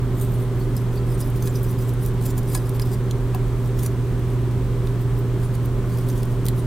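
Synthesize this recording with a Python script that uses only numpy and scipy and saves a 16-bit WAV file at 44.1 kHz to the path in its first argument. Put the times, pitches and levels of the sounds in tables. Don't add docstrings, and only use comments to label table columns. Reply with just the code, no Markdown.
import sys
import numpy as np
from scipy import signal
from scipy.fft import rfft, irfft, next_fast_len
from scipy.io import wavfile
from scipy.ndimage import map_coordinates

SR = 44100
rng = np.random.default_rng(int(sys.argv[2]) if len(sys.argv) > 2 else 0)


def output_pcm(signal):
    pcm = np.clip(np.atleast_2d(signal).T, -1, 1) * 32767
    wavfile.write(sys.argv[1], SR, np.round(pcm).astype(np.int16))


N = 293706
TOP_HZ = 15900


def amp(db):
    return 10 ** (np.asarray(db) / 20)


def unit(x):
    return x / np.sqrt(np.mean(x ** 2) + 1e-20)


def along(points, hz):
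    f, v = np.transpose(points)
    return np.interp(np.log(hz + 1), np.log(f + 1), v)


def clock():
    return np.arange(N) / SR


def wobble(rate):
    return map_coordinates(rng.standard_normal(int(N * rate / SR) + 4), [clock() * rate])


def swell(t, rise_s, fall_s):
    return np.exp(-abs(t / np.where(t < 0, rise_s, fall_s)))


def filtered(x, response):
    size = next_fast_len(x.shape[-1] + 8192)
    return irfft(rfft(x, size) * response(np.fft.rfftfreq(size, 1 / SR)), size)[..., :x.shape[-1]]


def rush(spectrum):
    # frequency in Hz, left-right correlation.
    likeness = [(100, .997), (380, .99), (700, .94), (1400, .89), (2800, .62), (6000, .33), (14000, .25)]
    def response(hz):
        angle = np.arccos(np.clip(along(likeness, hz), -1, 1)) / 2
        return amp(along(spectrum, hz)) * [np.cos(angle), np.sin(angle)]
    mid, side = filtered(rng.standard_normal((2, N)), response)
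    return unit(np.array([mid + side, mid - side]))


def tone(hz, db, drift_rad):
    phase = 2 * np.pi * (hz * clock() + rng.random()) + drift_rad * wobble(1.974)
    return np.sqrt(2) * amp(db) * np.sin(phase)


def office():
    # multiple of the mains frequency, level in dB.
    harmonics = [(2, -22.5), (4, -43.5), (6, -46.5), (8, -48.5), (10, -54.5)]
    # frequency in Hz, level in dB.
    fan_tones = [(40.7, -34.5), (97, -49), (108.5, -51), (131.3, -41), (138.2, -39), (168.9, -45.5),
                 (193.7, -43), (259.4, -43.5), (307.3, -51), (362, -46.5), (382.2, -39.5), (395.8, -45.5),
                 (402.7, -42), (477.9, -54.5), (529.1, -54)]
    whine_tones = [(1001, -59.5), (3209, -69.5), (8091, -82)]
    # frequency in Hz, relative spectral density in dB.
    air = [(8, -22), (20, -2.5), (38, 2.5), (60, -3), (130, -5.5), (195, -9), (218, -15), (260, -8),
           (330, -12), (395, -10), (430, -16.5), (650, -24), (1000, -33.5), (2000, -66)]
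    hiss = [(300, -12), (700, -5), (1050, 0.5), (1700, -7), (2600, -12.5), (3400, -13.5), (5000, -19.5),
            (7400, -20), (8100, -17.5), (8900, -21), (15500, -24)]
    mains_hz = 59.97
    hum = sum(tone(round(k) * mains_hz, db, drift_rad=0.018) for k, db in harmonics)
    fans = sum(tone(hz, db, drift_rad=0.53) for hz, db in fan_tones)
    whine = sum(tone(hz, db, drift_rad=0.21) for hz, db in whine_tones)
    return hum + fans + whine + amp(-28.0) * rush(air) + amp(-42.5) * rush(hiss)


def echoes(x, t60, delay_s):
    t = np.arange(SR // 4) / SR
    tail = rng.standard_normal((2, len(t))) * amp(-60 * t / t60) * (t > delay_s)
    return signal.fftconvolve(x[None], tail / np.linalg.norm(tail[0]), axes=1)[:, :N]


def model_knocks():
    # start in seconds, relative level in dB, hardness in dB per octave.
    bumps = [(1.474, -40, 1), (2.38, -41, -1), (2.55, -32, 2), (2.797, -43, 7), (3.347, -32, -11),
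             (3.833, -41, 0), (6.53, -45, 1)]
    # frequency in Hz, relative level in dB, t60 in seconds.
    modes = [(750, 0.5, 0.067), (1014, 4.5, 0.062), (1680, -4.5, 0.092), (2230, -2.5, 0.048),
             (2500, -12, 0.071), (3400, -16, 0.031)]
    out, t = np.zeros(N + SR), np.arange(SR // 4) / SR
    attack = 1 - np.exp(-t / 0.0002)
    for start, db, hardness in bumps:
        ring = np.zeros(len(t))
        for hz, mode_db, t60 in modes:
            decay = amp(mode_db + hardness * np.log2(hz / 1000) - 60 * t / t60)
            ring += decay * np.sin(2 * np.pi * (hz * t + rng.random()))
        out[round(start * SR):][:len(t)] += amp(db) * ring * attack
    return out[:N]


def pressure():
    # peak time in seconds, relative level in dB, decay time in seconds.
    strokes = [(0.229, -38, 0.032), (.345, -49, .024), (0.41, -49, 0.028), (0.618, -51, .03),
               (.785, -49, 0.04), (0.963, -45, 0.019), (1.125, -46.5, .03), (1.21, -36.5, 0.014),
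               (1.267, -46.5, 0.027), (1.371, -43, .014), (1.46, -43, .035), (1.573, -44, 0.025),
               (1.645, -45.5, .026), (1.712, -45, 0.033), (1.821, -45, .027), (1.888, -44, .018),
               (2.052, -40, .026), (2.263, -38, .022), (2.303, -40, .012), (2.384, -36, .008),
               (2.506, -40.5, .022), (2.553, -30, .016), (2.66, -51, 0.044), (2.757, -46, 0.018),
               (2.82, -39, .009), (2.868, -45.5, .022), (2.936, -41.5, 0.018), (3.351, -44, .005),
               (3.65, -53, .055), (3.796, -39.5, .014), (3.836, -38, .008), (3.863, -34, .009),
               (4.32, -56, .045), (4.885, -52, .028), (5.012, -51, .022), (5.188, -50, .018),
               (5.434, -47, 0.019), (5.55, -49, .011), (5.655, -52, .015), (5.91, -50, .024),
               (5.982, -46, .032), (6.1, -45.5, .035), (6.188, -47, 0.042), (6.32, -55, .028),
               (6.467, -46, .015), (6.592, -49, 0.023)]
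    t, resting_db = clock(), -65
    power = sum((amp(db) * swell(t - peak, 1.28 * fall_s, fall_s)) ** 2 for peak, db, fall_s in strokes)
    return np.sqrt(power + amp(resting_db) ** 2)


def drag(catches_per_s, catch_share, flutter_db):
    catches = (rng.random(N) < catches_per_s / SR) * rng.standard_normal(N)
    friction = np.sqrt(catch_share) * unit(catches) + np.sqrt(1 - catch_share) * rng.standard_normal(N)
    return pressure() * unit(friction * amp(flutter_db * wobble(160)))


def travelling_contact(x, depth_db, span_hz, span_s):
    hz, t, spectra = signal.stft(x, SR, nperseg=256)
    knots = rng.standard_normal((256, 1024))
    field = map_coordinates(knots, np.meshgrid(hz / span_hz, t / span_s, indexing="ij"), mode="wrap")
    gain = amp(depth_db * np.clip(field, -2, 2))
    gain /= np.sqrt(np.mean(gain[hz < TOP_HZ] ** 2, axis=0))
    return signal.istft(spectra * gain, SR, nperseg=256)[1][:N]


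def slips(rise, fall, pivot_hz):
    # peak time in seconds, relative level in dB, brightness in dB per octave.
    snaps = [(.767, -32, 5), (.777, -41, -1), (1.205, -33, 1), (1.214, -35, 0), (1.302, -42, 6),
             (1.425, -35, 2), (1.458, -39, 1), (1.4747, -27, -5.5), (1.481, -34, -4), (1.554, -44, 6),
             (1.632, -33, 16), (1.7127, -39, 15), (1.893, -38, -5), (1.9376, -43, 6), (2.062, -29, 8),
             (2.2637, -32, 7), (2.38, -34, 1), (2.389, -39, 3), (2.432, -39, -2), (2.532, -36, 6),
             (2.5504, -19, 4), (2.694, -35.5, 3), (2.7973, -24, -5), (2.819, -34, -1), (3.111, -24.5, -7),
             (3.348, -31, 0), (3.833, -30.5, 6), (3.862, -34, 5), (4.195, -49, 4), (4.513, -45, -5),
             (4.872, -32, -11), (5.553, -40, 2), (5.658, -39, 8), (6.088, -35, 3), (6.098, -43, -6),
             (6.232, -33.5, -2), (6.254, -47, 4), (6.4555, -30, 5), (6.465, -24, -2), (6.4851, -20.5, -14),
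             (6.4854, -22, 8)]
    force, t = np.zeros(N + SR), np.arange(-1024, 2048) / SR
    for peak, db, brightness in snaps:
        length = .0011 * .5 ** ((db + 33.5) / 13)
        tilt = lambda f: amp(brightness * np.log2(np.clip(f, pivot_hz / 2, TOP_HZ) / pivot_hz))
        burst = unit(filtered(rng.standard_normal(len(t)), lambda f: tilt(f) * (f < TOP_HZ)))
        envelope = amp(db) * swell(t, rise * length, fall * length)
        force[round((peak + t[0]) * SR):][:len(t)] += envelope * burst
    return force[:N]


def squeaks(width_hz, rise, fall):
    # peak time in seconds, pitch in Hz, relative level in dB.
    catches = [(.222, 8200, -50), (.226, 7240, -52), (.352, 9710, -50), (.427, 9700, -50),
               (.613, 4430, -50), (.77, 5100, -41), (.976, 4520, -45), (1.146, 8750, -40),
               (1.225, 5100, -43), (1.425, 6360, -37), (1.462, 6300, -42), (1.498, 7280, -41),
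               (1.557, 4980, -41), (1.559, 5970, -43), (2.03, 10000, -44), (2.291, 7500, -39),
               (2.381, 7040, -34), (2.551, 4480, -38), (2.576, 5000, -41), (2.822, 5060, -33),
               (3.346, 2650, -39), (3.834, 9600, -36), (3.862, 9900, -32), (5.015, 14200, -49),
               (5.19, 14400, -45), (5.45, 9720, -48), (6.102, 6530, -41), (6.467, 12100, -38),
               (6.485, 3140, -38), (6.485, 4200, -35), (6.487, 12020, -39), (6.599, 9400, -45)]
    out, t = np.zeros(N + SR), np.arange(-2048, 4096) / SR
    for peak, hz, db in catches:
        length = .0037 * .5 ** ((db + 40.5) / 8)
        stray = np.cumsum(rng.standard_normal(len(t))) * np.sqrt(2 * np.pi * width_hz / SR)
        envelope = amp(db) * swell(t, rise * length, fall * length)
        out[round((peak + t[0]) * SR):][:len(t)] += envelope * np.sin(2 * np.pi * hz * t + stray)
    return out[:N]


def ringing(force, modes, direct):
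    # frequency in Hz, relative gain in dB.
    rub = [(600, -28), (2000, -7), (3500, -0.5), (5000, -2.5), (8000, 2), (12000, 1), (15500, -5.5)]
    def response(f):
        ring = sum(amp(db) * 1j * f * width / (hz * hz - f * f + 1j * f * width)
                   for hz, width, db in modes)
        gain = (direct + ring) * amp(along(rub, f))
        return gain / np.sqrt(np.mean(abs(gain[f < TOP_HZ]) ** 2))
    return filtered(force, response)


def wire():
    # frequency in Hz, width in Hz, relative gain in dB.
    loose_modes = [(3600, 400, -12), (7240, 100, -3.5), (8440, 200, -2), (9700, 74, -7), (11200, 140, -6),
                   (11950, 260, 0), (13800, 150, -3), (14400, 250, 3)]
    tight_modes = [(5060, 130, -6.5), (5930, 140, -11), (7050, 420, -13), (8380, 540, -13),
                   (9600, 400, -11.5), (10980, 260, -9), (11700, 190, -9), (12400, 120, -15),
                   (13300, 120, -9), (14100, 660, -3), (14700, 180, -3)]
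    tucked_modes = [(6750, 400, -5), (8140, 230, -16), (9700, 410, -9), (12040, 180, 3), (14400, 450, 5.5),
                    (15500, 200, -6)]
    regrips = [.47, 3.0]
    sliding = drag(catches_per_s=450, catch_share=0.27, flutter_db=2.5)
    sliding = travelling_contact(sliding, depth_db=4, span_hz=420, span_s=.03)
    force = amp(2.5) * sliding + amp(1.5) * slips(rise=0.81, fall=1.7, pivot_hz=7250)
    grip = np.digitize(clock(), regrips)
    loose = ringing(force * (grip == 0), loose_modes, direct=0.12)
    tight = ringing(force * (grip == 1), tight_modes, direct=0.31)
    tucked = ringing(force * (grip == 2), tucked_modes, direct=1.0)
    return loose + tight + tucked + amp(2.5) * squeaks(width_hz=127, rise=0.86, fall=1.8)


def scene():
    work = wire() + model_knocks()
    hands = amp(-9) * echoes(work, t60=.004, delay_s=.0001)
    desk = amp(-8.5) * echoes(work, t60=0.056, delay_s=0.0009)
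    walls = amp(-18) * echoes(work, t60=0.22, delay_s=0.0061)
    return amp(-0.62) * (work + hands + desk + walls) + office()


def record(dry):
    # frequency in Hz, left minus right in dB.
    balance = [(30, -4.2), (80, -2.3), (125, -2.0), (300, -.4), (700, 0)]
    # frequency in Hz, lead of the left port in radians.
    lead = [(30, .26), (120, .25), (200, .19), (380, .1), (1400, .03), (2800, 0)]
    half = np.array([[.5], [-.5]])
    ports = filtered(dry, lambda hz: amp(half * along(balance, hz)) * np.exp(1j * half * along(lead, hz)))
    return filtered(ports, lambda hz: hz < TOP_HZ)


dry = scene()
out = record(dry)
output_pcm(out)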